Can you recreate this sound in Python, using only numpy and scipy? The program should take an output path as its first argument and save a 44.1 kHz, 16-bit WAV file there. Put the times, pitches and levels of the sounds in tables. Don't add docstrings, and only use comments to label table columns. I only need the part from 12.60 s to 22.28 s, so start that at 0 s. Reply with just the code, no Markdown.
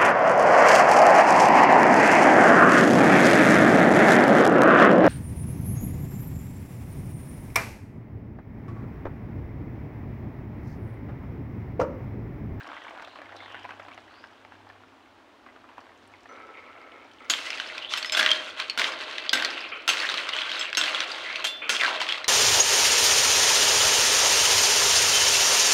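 import sys
import numpy as np
from scipy import signal
from scipy.fft import rfft, irfft, next_fast_len
from scipy.io import wavfile
from scipy.ndimage import map_coordinates

SR = 44100
rng = np.random.default_rng(int(sys.argv[2]) if len(sys.argv) > 2 else 0)


def wav_record(signal):
    frames = np.transpose(np.atleast_2d(signal))
    bounded = np.clip(frames, -1, 1)
    quanta = np.round(bounded * 32767).astype(np.int16)
    wavfile.write(sys.argv[1], SR, quanta)


N = 426888
TIME = np.arange(N) / SR
AGE = np.arange(SR // 3) / SR

# (time [s], level [dB], main tone [Hz], second tone [Hz],
# tone level [dB], main tone t60 [s], blade ring [dB], pan thud [dB], rebound delay [s], rebound level [dB])
KNOCKS = [(4.6986, -8, 6760, 3380, -7.5, 0.041, -15, -28, 0.0084, -1),
          (5.3744, -15, 2700, 5200, -8, 0.07, -13, -34, .004, -10),
          (5.457, -22, 5160, 3520, -7, 0.2, -10, -30, .0233, -16),
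          (5.522, -10.5, 5160, 7370, -5, 0.07, -5, -28, 0.0068, -9),
          (5.569, -10.5, 1600, 3260, -7.5, 0.025, -13, -23, 0.0051, 3.5),
          (5.5925, -7.5, 1620, 3390, 2, 0.036, -18, -22, .0035, 1.5),
          (6.1758, -12.5, 1450, 3520, -3.5, 0.019, -18, -17, 0.02, -1.5),
          (6.731, -3.5, 1560, 5070, -10, 0.058, -12, -16.5, .0225, -13),
          (7.2779, -8, 2745, 1372, -8.5, 0.054, -8.5, -41, .012, 3.5),
          (7.994, -17, 5200, 7530, -8, .13, -2, -36, .004, -14),
          (8.171, -7, 2750, 5420, -9, 0.11, -3.5, -23, 0.0077, -4),
          (8.8429, -13, 3200, 2780, -10, .06, -10, -36, 0.0056, 2),
          (8.868, -16, 3500, 2760, -12, 0.65, -14, -40, 0.004, -12),
          (9.0934, -8.5, 1697, 2570, -8.5, 0.028, -6, -20, 0.007, 0)]
# (frequency [Hz], level [dB], t60 [s])
BLADE_MODES = [(1460, 4, 0.16), (1540, -5, 0.17), (1683, -6, 0.6), (2130, -0.5, 0.37), (2370, -14, 0.19),
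               (2780, 12.5, 0.076), (3220, 6, 0.28), (3300, -13, 0.31), (4030, 0, 0.19), (4610, -8, 0.12),
               (5260, 6, 0.072), (5340, -22, 0.076), (5780, -3, 0.077), (6400, 6, 0.11), (7640, -12, 0.27),
               (7640, 3, 0.21)]
# (frequency [Hz], width [Hz], level [dB])
PAN_MODES = [(624.2, 6.5, 9.5), (523.7, 9, -2), (892, 12, -3.5), (1075, 11, -0.5), (1376, 115, -2),
             (1557, 71, -2.5), (1997, 48, -2.5), (2670, 55, -4), (3185, 15, -6), (6300, 200, -3.5)]
# (frequency [Hz], gain [dB])
CLANK_SPECTRUM = [(80, -71), (170, -40), (260, -7), (800, 2.5), (1500, 3.5), (3300, 13), (5000, 3.5),
                  (7500, -11.5), (10500, -15.5), (13000, -12), (15500, -23)]
THUD_SPECTRUM = [(60, -18), (110, 9), (160, -20), (240, 6), (400, -3), (1000, -54)]
THUD_DB, THUD_S = -9.5, 0.28
SHIMMER_HZ, SHIMMER_S, SHIMMER_DB = (3700, 10500), 0.13, -13

# (time [s], level [dB], low ring [Hz], high ring [Hz], high over low [dB])
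CLACKS = [(4.7371, -12, 2150, 3500, -1), (4.9042, -18, 2040, 5090, -11), (4.9303, -19.5, 2590, 3700, -21),
          (4.9998, -13, 1500, 3070, 2), (4.9746, -24, 2500, 4800, -5), (5.18, -22.5, 2420, 3380, -17),
          (5.3375, -9.5, 1370, 3100, 9.5), (5.4274, -16.5, 2360, 4370, 0), (5.4464, -15, 1900, 3020, -6),
          (5.4966, -17, 2430, 3860, 1), (5.5492, -9, 1400, 3470, 12), (5.6096, -9, 2070, 3230, -14),
          (5.6285, -8.5, 1540, 3200, -2), (5.6621, -5, 1920, 2800, 0), (5.6765, -13.0, 1730, 2910, -11),
          (5.6908, -10.5, 1890, 3200, 14), (5.7058, -10, 2550, 3270, 16), (5.7152, -3.5, 1330, 3190, 25),
          (5.7323, -16, 2350, 3240, 11), (5.9998, -14.0, 2450, 3160, 3), (6.098, -12, 2890, 4340, 10),
          (6.188, -11, 1550, 3840, -5), (6.1954, -10, 1470, 3600, -6), (6.2169, -12, 2260, 3500, -4),
          (6.2426, -7, 2070, 3640, -5), (6.5823, -16, 2000, 3150, -2), (6.6933, -10.5, 3300, 4900, -3),
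          (6.7545, -14, 1470, 3540, -9), (6.7749, -16, 2080, 3460, -5), (6.7993, -19, 1680, 2750, -12),
          (6.8237, -13.5, 1500, 3100, 0), (6.8482, -8.5, 1900, 4010, -0.5), (6.8542, -19, 1620, 3500, 6),
          (7.3004, -12, 2540, 3250, -16), (7.3356, -16, 2570, 3710, -17), (7.4017, -13.5, 2600, 4470, 6),
          (7.4901, -11.5, 1560, 3780, -3), (7.498, -13, 1420, 3700, -3), (7.541, -13, 1260, 3020, -10),
          (7.5751, -14.5, 2620, 3910, 17), (7.5805, -16.5, 2620, 3200, 4), (7.6904, -14, 2030, 3760, -1),
          (7.7654, -15, 1470, 3260, 3), (7.788, -12.5, 2590, 3380, 4), (7.8175, -17.0, 2190, 3040, 8),
          (7.894, -21, 2000, 3300, 11), (7.9164, -13.5, 1530, 3200, 3), (7.9264, -21, 1560, 3790, 14),
          (8.0125, -17.5, 1400, 3250, 11), (8.1292, -14.5, 1580, 2720, 1), (8.1494, -15, 1940, 3970, 5),
          (8.2136, -8, 1550, 3450, 4), (8.2383, -12, 1640, 3350, -2), (8.3464, -13.5, 1350, 3360, 9),
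          (8.4048, -9.5, 2190, 3570, 1), (8.5165, -23, 1990, 4700, 15), (8.758, -14, 2570, 4300, -6),
          (9.1486, -17, 2210, 3240, 7), (9.1654, -15.5, 2590, 3350, 9), (9.211, -10, 2600, 3480, 7),
          (9.2346, -9, 1630, 3100, -17), (9.2481, -9, 1550, 3200, -14), (9.2621, -15.5, 1580, 4080, 2),
          (9.2802, -12.5, 985, 4450, -22), (9.3294, -20, 1120, 3220, 6), (9.4049, -14.5, 2250, 3140, 9),
          (9.4156, -11.5, 1020, 3110, 2), (9.4893, -13.5, 2570, 3400, 6), (9.5228, -12.5, 2700, 3260, 3),
          (9.5814, -20.5, 2640, 3620, -4), (9.6435, -18, 2070, 3990, 8)]
# (frequency [Hz], gain [dB])
SNAP_SPECTRUM = [(150, 10), (400, -14), (1200, 9), (3200, 11.5), (4800, 8.5), (7000, -1), (11000, -13.5),
                 (15500, -21)]
CLACK_DB = 0.5
CLACK_RING_S, CLACK_WIDTH_HZ = 0.017, 1050
LESSER_CLACKS_PER_S, LESSER_CLACK_DB, LESSER_CLACK_HZ = 44, 7, 1900

# (start [s], end [s], shell rattle [dB], sauce slosh [dB], wet hiss [dB])
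STROKES = [(4.70, 5.24, -35.5, -47.5, -41), (5.29, 5.37, -33.5, -49.5, -40), (5.52, 5.71, -28, -40, -37),
           (5.73, 5.88, -37, -56, -45.5), (5.96, 6.05, -35, -51, -49), (6.18, 6.29, -27.5, -37.5, -36),
           (6.38, 6.66, -35.5, -47, -49), (6.73, 6.86, -30.5, -38.5, -44), (6.88, 7.04, -35.5, -46.5, -51),
           (7.28, 7.68, -29, -41.5, -36), (7.72, 7.9, -32.5, -46, -46), (7.92, 8.05, -31.5, -45, -46),
           (8.17, 8.44, -28, -40, -38), (8.46, 8.83, -32.5, -44.5, -44.5), (9.09, 9.18, -30, -40, -30),
           (9.2, 9.34, -29, -37.5, -41), (9.39, 9.55, -31, -44, -43)]
# (attack [s], easing [dB/s], release t60 [s])
RATTLE_SHAPE = (0.017, 9.3, 0.49)
SLOSH_SHAPE = (0.025, 7.6, 0.78)
HISS_SHAPE = (0.016, 31, .3)
# (frequency [Hz], gain [dB])
RATTLE_SPECTRUM = [(410, -38.5), (700, -16.5), (1050, 2), (1600, -3.5), (1820, -3), (3240, 1.5), (4430, 2),
                   (6830, -28.5), (12600, -38), (16000, -43)]
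SLOSH_SPECTRUM = [(100, -29), (180, -36), (260, -2.5), (330, 1.5), (400, 0), (600, 5.5), (900, 6.5),
                  (1400, -16), (2500, 1)]
HISS_SPECTRUM = [(3000, 2), (5000, 10), (6500, 3.5), (9000, -2), (11000, -6.5), (13000, -19), (15500, -2)]
SETTLE_RATTLE_DB, SETTLE_SLOSH_DB = -49, -53.5

# (start [s], end [s], start pitch [Hz], end pitch [Hz], level [dB])
SCRAPES = [(4.89, 4.96, 2550, 2740, -40), (5.09, 5.135, 1920, 2080, -41), (5.21, 5.27, 2930, 3170, -34),
           (5.27, 5.34, 3270, 3770, -37.5), (5.585, 5.695, 1554, 1966, -27.5),
           (6.635, 6.68, 2210, 1820, -38.5), (6.94, 7.09, 2760, 2467, -38), (7.41, 7.47, 1972, 1688, -30),
           (7.71, 7.85, 2940, 3340, -35), (8.02, 8.1, 2940, 2220, -36.5), (8.63, 8.78, 2040, 2210, -35.5),
           (9.195, 9.225, 2630, 2035, -22.5), (9.21, 9.265, 1738, 1513, -24.5),
           (9.265, 9.36, 1051, 858, -34.5), (9.47, 9.535, 2810, 3420, -27.5)]
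# (time [s], level [dB], t60 before a further linear fade [s])
SKIDS = [(7.118, -31.5, 0.54), (9.0188, -33, 3.4)]
# (frequency [Hz], width [Hz], level [dB])
SKID_MODES = [(530, 140, -2.5), (1380, 320, 2.5), (2190, 610, 0), (2440, 150, 5.5), (2990, 390, -1)]

# (time [s], bubbling [dB], fizz [dB])
BOIL = [(0, -46, -57.5), (.55, -52, -62), (1.1, -51.5, -62), (1.7, -59, -65), (2.75, -67, -74.5),
        (3.15, -57.5, -70), (3.5, -63, -66), (4.45, -62, -65), (4.7, -67, -56.5)]
# (frequency [Hz], gain [dB])
SIMMER_SPECTRUM = [(110, -81), (180, -39), (294, 16), (376, -2), (557, 0), (1090, -1.5), (1260, -5.5),
                   (1640, 1.5), (1930, -2.5), (3260, -3), (9000, -36), (11700, -86), (19800, -120)]
FIZZ_SPECTRUM = [(1200, -8.5), (3000, 0), (5000, -13), (7000, -15.5), (10000, -17.5), (13000, -38),
                 (15500, -13)]
# (time [s], level [dB], middle pitch [Hz])
PLOPS = [(0.023, -36, 1400), (.044, -36, 1640), (0.068, -31.5, 1120), (0.156, -35, 1140),
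         (0.219, -32, 1730), (0.253, -35, 1630), (0.308, -31, 800), (0.321, -39, 1260), (0.375, -32, 816),
         (.385, -32, 1310), (0.397, -27.5, 1100), (0.423, -30, 930), (0.474, -30.5, 780),
         (0.557, -32, 1140), (0.588, -31.5, 670), (0.617, -31, 1660), (0.693, -36, 1400),
         (0.722, -33, 1720), (0.804, -31, 2180), (0.945, -25.5, 1490), (0.967, -33, 1690),
         (1.044, -31, 990), (1.051, -23.5, 1020), (1.091, -29, 1120), (1.107, -29.5, 1680),
         (1.12, -35, 2540), (1.197, -28.5, 1300), (1.284, -33, 1080), (1.317, -34, 2460),
         (1.377, -29.5, 655), (1.64, -30.5, 1644), (1.849, -35.5, 820), (1.921, -35, 870),
         (2.069, -37.5, 840), (2.1, -34.5, 1670), (2.236, -37.5, 1330), (2.864, -35.5, 1060),
         (2.888, -37, 2080), (2.962, -36, 1130), (3.042, -39, 1130), (3.09, -36, 1130), (3.181, -28, 1020),
         (3.538, -34, 2140), (3.657, -33, 2080)]
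# (frequency [Hz], gain [dB])
POP_SPECTRUM = [(120, 3), (300, -12.5), (700, 5), (1600, 4), (2600, -3), (4500, -18.5), (10000, -41)]
LESSER_PLOPS_PER_S, LESSER_PLOP_DB, LESSER_PLOP_HZ = 30, 13, 1250
# (time [s], level [dB], pitch [Hz])
TICKS = [(.0323, -41.5, 4570), (.4224, -47, 4870), (.447, -35.5, 2950), (.4808, -45, 4630),
         (.7652, -40, 4700), (.9951, -47, 5200), (1.0929, -52, 5990), (1.335, -39.5, 2750),
         (2.0901, -47, 4370), (3.205, -50, 4800), (3.475, -52, 8740), (3.5558, -57, 4530),
         (4.215, -48, 4380), (4.32, -40, 2980), (4.513, -43, 3150)]
LESSER_TICKS_PER_S, LESSER_TICK_DB, LESSER_TICK_HZ = 24, 9, 4000
# (start [s], end [s], start pitch [Hz], end pitch [Hz], level [dB])
STEAM = [(.074, .3, 3130, 3390, -55.5), (.405, .6, 3720, 4140, -59), (.75, .91, 3930, 3190, -53),
         (.86, 1.07, 2730, 3110, -51), (1.462, 1.68, 3800, 5330, -64)]
STEAM_WIDTH_HZ, SCRAPE_WIDTH_HZ = 770, 500

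# (start [s], end [s], rub [dB], squeak [dB])
SLIDES = [(3.688, 3.9, -47, -53), (3.94, 3.98, -53, -45.5), (4.02, 4.28, -50, -51.5),
          (4.31, 4.44, -52, -52), (4.6, 4.7, -50.5, -54)]
# (frequency [Hz], width [Hz], level [dB])
BOWL_MODES = [(530, 210, -1), (1312, 36, 12), (1230, 1200, -2), (2280, 300, -21)]
SQUEAK_MODES = [(2180, 210, 13), (2470, 310, -14), (3340, 990, -23)]
# (attack [s], easing [dB/s], release t60 [s])
RUB_SHAPE = (0.0077, 8.7, 0.65)
GRIP_SHAPE = (0.0052, 14, 0.21)
BOWL_WAVER_S = 0.00045

# (frequency [Hz], gain [dB])
KITCHEN_SPECTRUM = [(25, -67), (43, -13), (97, -7), (160, -20.5), (260, 1), (350, -2.5), (503, -7),
                    (624, -4.5), (1100, -6), (1700, -11.5), (3250, -16.5), (9840, -38.5), (12900, -43),
                    (16000, -42)]
KITCHEN_DB = -56
HUM_HZ, HUM_DB = 99, -78.5
# (middle [s], half length [s], level [dB])
HUM_SWELLS = [(1.03, 0.39, -64), (2.05, .2, -66), (3.5, .1, -70)]
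# (frequency [Hz], t60 [s])
WALLS = [(200, 1), (2000, 0.5), (6000, 0.13), (14000, 0.1)]
TOP_HZ = 15750


def knocks():
    out = np.zeros(N)
    for s, db, main_hz, second_hz, tone_db, tone_s, ring_db, thud_db, rebound_s, rebound_db in KNOCKS:
        thud = crest(colour(burst(THUD_S), THUD_SPECTRUM))
        add(out, s, amp(db + thud_db + THUD_DB) * thud)
        tones = amp(tone_db) * (ping(main_hz, tone_s) + 0.6 * ping(second_hz, min(tone_s, 0.2)))
        for delay_s, change_db in [(0, 0), (rebound_s, rebound_db)]:
            clank = crest(colour(burst(0.05) + 0.17 * burst(0.36), CLANK_SPECTRUM))
            grip_db = rng.normal(0, 2.2, len(BLADE_MODES))
            modes = [amp(level + grip) * ping(hz * rng.normal(1, 0.011), t60)
                     for (hz, level, t60), grip in zip(BLADE_MODES, grip_db)]
            blade = crest(rng.choice([-1, 1], len(BLADE_MODES)) @ np.array(modes))
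            strike = clank + tones + amp(ring_db) * blade + amp(SHIMMER_DB) * shimmer()
            add(out, s + delay_s, amp(db + change_db) * crest(strike))
    return out


def shimmer():
    hz = rng.uniform(*SHIMMER_HZ, size=48)
    return crest(sum(rng.uniform(-1.16, 1) / f * ping(f, SHIMMER_S) for f in hz))


def clacks():
    out = np.zeros(N)
    lesser = strays(LESSER_CLACKS_PER_S, pushes(STROKES, 0, RATTLE_SHAPE), LESSER_CLACK_DB,
                    LESSER_CLACK_HZ, spread=0.45, scatter_db=3.5)
    shape = rng.random((len(lesser), 2))
    high = lesser[:, 2] * (1.3 + 0.8 * shape[:, 0])
    lesser = np.c_[lesser, high, 16 * (shape[:, 1] - 0.5)]
    for s, db, low_hz, high_hz, tilt_db in [*CLACKS, *lesser]:
        modes = [(low_hz, CLACK_WIDTH_HZ, min(-tilt_db, 0)), (high_hz, CLACK_WIDTH_HZ, min(tilt_db, 0))]
        noise = colour(burst(0.007) + 0.4 * burst(0.028), SNAP_SPECTRUM)
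        snap = crest(resonate(noise, modes, direct=0.3))
        purity = amp(max(tilt_db, 0) / 3)
        pings = sum(amp(level) * ping(hz, CLACK_RING_S * purity) for hz, _, level in modes)
        ring = crest(pings * (1 - np.exp(-AGE / 0.00035)))
        shell = amp(db + CLACK_DB) * crest(snap + amp(-3) * np.sqrt(purity) * ring)
        add(out, s, shell)
        add(out, s + rng.uniform(0.003, 0.012), amp(-13) * shell)
    return out


def stirring():
    shoving = pushes(STROKES, 0, RATTLE_SHAPE)
    sloshing = pushes(STROKES, 1, SLOSH_SHAPE)
    hissing = pushes(STROKES, 2, HISS_SHAPE)
    jerks = wobble(45)
    shells = grains(rate=800, centre_hz=2800, spread=0.7, cycles=16, scatter_db=2.2, size=500)
    grit = grains(rate=1700, centre_hz=2580, spread=1.11, cycles=2.4, scatter_db=2.7, size=160)
    rattle = unit(colour(shells + grit, RATTLE_SPECTRUM) * amp(1.8 * jerks))
    sauce = grains(rate=1500, centre_hz=646, spread=1.134, cycles=7.1, scatter_db=2, rise=0.12, size=700)
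    slosh = unit(colour(sauce, SLOSH_SPECTRUM))
    spit = grains(rate=4500, centre_hz=7800, spread=0.75, cycles=4, scatter_db=2.6, size=80)
    hiss = unit(colour(spit, HISS_SPECTRUM) * amp(1.8 * jerks))
    stirred = TIME > KNOCKS[0][0]
    shoving = np.hypot(shoving, stirred * amp(SETTLE_RATTLE_DB))
    sloshing = np.hypot(sloshing, stirred * amp(SETTLE_SLOSH_DB))
    return rattle * shoving + slosh * sloshing + hiss * hissing


def scrapes():
    slips = grains(rate=260, centre_hz=170, spread=0.5, cycles=1.5, scatter_db=1.2, size=500)
    return glides(SCRAPES, SCRAPE_WIDTH_HZ, flutter_db=1.5) * unit(0.7 + np.abs(slips))


def skids():
    out = np.zeros(N)
    for s, db, t60 in SKIDS:
        dull = colour(rng.standard_normal(len(AGE)), [(3000, 13.0), (4500, -24.0)])
        rub = unit(resonate(dull, SKID_MODES))
        add(out, s, amp(db) * rub * fade(t60) * np.linspace(1, 0, len(AGE)))
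    return out


def simmer():
    bubble_db, fizz_db = curves(BOIL)
    bubbles = grains(rate=460, centre_hz=1345, spread=0.98, cycles=4.9, scatter_db=3.0, rise=0.028, size=600)
    seethe = 0.45 * rng.standard_normal(N)
    bubbles = unit(colour(bubbles + seethe, SIMMER_SPECTRUM) * amp(2.8 * wobble(28)))
    foam = grains(rate=1100, centre_hz=5400, spread=1.0, cycles=5, scatter_db=2.6, size=160)
    foam = unit(colour(foam, FIZZ_SPECTRUM))
    return bubbles * amp(bubble_db) + foam * amp(fizz_db)


def plops():
    out = np.zeros(N)
    lesser = strays(LESSER_PLOPS_PER_S, amp(curves(BOIL)[0]), LESSER_PLOP_DB,
                    LESSER_PLOP_HZ, spread=0.58, scatter_db=5)
    for s, db, hz in [*PLOPS, *lesser]:
        for delay_s, change_db in [(0, 0), (rng.uniform(0.003, 0.011), -8)]:
            tear = crest(colour(burst(0.018) + 0.12 * burst(0.09), POP_SPECTRUM))
            hollow = ping(hz * rng.normal(1, 0.07), 0.026) * np.minimum(AGE * hz, 1)
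            add(out, s + delay_s, amp(db + change_db) * crest(tear + 0.8 * hollow))
    return out


def ticks():
    out = np.zeros(N)
    lesser = strays(LESSER_TICKS_PER_S, amp(curves(BOIL)[1]), LESSER_TICK_DB,
                    LESSER_TICK_HZ, spread=0.4, scatter_db=5)
    for s, db, hz in [*TICKS, *lesser]:
        band = [(hz, 0.35 * hz, 0)]
        click = resonate(resonate(burst(0.02), band), band)
        add(out, s, amp(db) * crest(click))
    return out


def steam():
    return glides(STEAM, STEAM_WIDTH_HZ, flutter_db=1.5)


def bowl():
    rubbing = pushes(SLIDES, 0, RUB_SHAPE)
    gripping = pushes(SLIDES, 1, GRIP_SHAPE)
    rub = grains(rate=1500, centre_hz=1380, spread=1.54, cycles=2.6, scatter_db=1.5, size=200)
    wavering_time = TIME + BOWL_WAVER_S * wobble(20)
    body = map_coordinates(resonate(rub, BOWL_MODES), [SR * wavering_time])
    squeak = unit(resonate(rub, SQUEAK_MODES))
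    out = unit(body) * rubbing * amp(1.4 * wobble(24.15)) + squeak * gripping
    add(out, 3.69, amp(-58) * ping(5960, 0.28))
    return out


def kitchen():
    rush = unit(colour(rng.standard_normal(N), KITCHEN_SPECTRUM)) * amp(KITCHEN_DB)
    hum = np.sqrt(2) * np.sin(2 * np.pi * HUM_HZ * TIME + 0.46 * wobble(9.1))
    swells = sum(amp(db) * np.exp(-((TIME - s) / half_s) ** 2) for s, half_s, db in HUM_SWELLS)
    return rush + hum * (amp(HUM_DB) + swells) * amp(0.61 * wobble(5.3))


def walls(x):
    hz, t, z = signal.stft(rng.standard_normal(SR // 2), SR, nperseg=256)
    decay = amp(-60 * t / along(WALLS, hz)[:, None])
    tail = signal.istft(z * decay, SR, nperseg=256)[1]
    response = np.r_[np.zeros(SR // 200), tail / np.linalg.norm(tail)]
    return signal.fftconvolve(x, response)[:N]


def glides(rows, width_hz, flutter_db):
    out = np.zeros(N)
    for start, end, from_hz, to_hz, db in rows:
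        u = np.linspace(0, 1, max(int((end - start) * SR), 2))
        phase = 2 * np.pi * np.cumsum(from_hz + (to_hz - from_hz) * u) / SR
        a, b = (filtered(rng.standard_normal(len(u)), lambda f: 1 / (1 + (2 * f / width_hz) ** 2))
                for _ in range(2))
        band = unit(a * np.sin(phase) + b * np.cos(phase))
        add(out, start, amp(db) * np.sqrt(np.abs(np.sin(np.pi * u))) * band)
    return out * amp(flutter_db * wobble(120))


def grains(rate, centre_hz, spread, cycles, scatter_db, rise=0, size=400):
    draw = rng.random((int(rate * N / SR), 4))
    hz = centre_hz * np.exp(spread * (draw[:, 1:2] + draw[:, 2:3] - 1))
    hz = np.clip(hz, 100, SR / 2.5)
    strength = amp(scatter_db * np.minimum(-np.log(1 - draw[:, 3:]), 4.5))
    turns = hz * np.arange(size) / SR
    life = np.minimum(turns / cycles, 2)
    ring = np.sin(2 * np.pi * turns * (1 + rise * life))
    waves = strength * ring * np.exp(-np.log(100) * life) * np.minimum(turns, 1)
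    where = (draw[:, :1] * N).astype(int) + np.arange(size)
    return unit(np.bincount(where.ravel(), waves.ravel(), N)[:N])


def strays(rate, gain, over_db, centre_hz, spread, scatter_db):
    when, size, pitch = rng.random((int(rate * N / SR), 3)).T
    level = gain[(when * N).astype(int)]
    db = 20 * np.log10(level + 1e-9) + over_db + scatter_db * (2 * size - 1)
    hz = centre_hz * np.exp(spread * (2 * pitch - 1))
    return np.c_[when * N / SR, db, hz][level > 0]


def pushes(rows, column, shape):
    attack_s, easing_db_per_s, release_s = shape
    power = np.zeros(N)
    for start, end, *levels_db in rows:
        first = int(start * SR)
        t = TIME[first:int((end + 1) * SR)]
        easing_db = easing_db_per_s * (np.minimum(t, end) - start)
        release_db = 60 * np.maximum(t - end, 0) / release_s
        attack = np.clip((t - start) / attack_s, 0, 1)
        gain = amp(levels_db[column] - easing_db - release_db) * attack
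        power[first:first + len(t)] += gain ** 2
    return np.sqrt(power)


def burst(t60):
    return rng.standard_normal(len(AGE)) * fade(t60)


def ping(hz, t60):
    return np.sin(2 * np.pi * hz * AGE) * fade(t60)


def fade(t60):
    return amp(-60 * AGE / t60)


def resonate(x, modes, direct=0):
    def response(f):
        return direct + sum(amp(db) * 1j * f * w / (c * c - f * f + 1j * f * w) for c, w, db in modes)
    return filtered(x, response)


def colour(x, spectrum):
    def response(hz):
        cepstrum = irfft(np.log(amp(along(spectrum, hz))))
        half = len(cepstrum) // 2
        return np.exp(rfft(np.r_[cepstrum[0], 2 * cepstrum[1:half], np.zeros(half)]))
    return filtered(x, response)


def filtered(x, response):
    m = 2 * next_fast_len(len(x) // 2 + 2048)
    return irfft(rfft(x, m) * response(np.fft.rfftfreq(m, 1 / SR)), m)[:len(x)]


def wobble(rate):
    return map_coordinates(rng.standard_normal(int(N * rate / SR) + 4), [TIME * rate])


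def curves(rows):
    s, *cols = np.transpose(rows)
    return [np.interp(TIME, s, c) for c in cols]


def along(points, hz):
    f, v = np.transpose(points)
    return np.interp(np.log(hz + 1), np.log(f + 1), v)


def add(track, s, sound):
    part = track[max(round(s * SR), 0):][:len(sound)]
    part += sound[:len(part)]


def amp(db):
    return 10 ** (np.asarray(db) / 20)


def unit(x):
    return x / np.sqrt(np.mean(x ** 2) + 1e-20)


def crest(x):
    return x / (np.abs(x).max() + 1e-20)


def scene():
    touch = amp(-2.0) * resonate(stirring() + knocks(), PAN_MODES, direct=1)
    near = touch + clacks() + scrapes() + skids()
    near = near + simmer() + plops() + ticks() + steam() + bowl()
    near = colour(near, [(60, -26), (140, -16.5), (230, -1.0)])
    return (near + amp(-12.5) * walls(near) + kitchen())[None]


def record(dry):
    return filtered(dry[0], lambda hz: hz < TOP_HZ)[None]


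dry = scene()
out = record(dry)
wav_record(out)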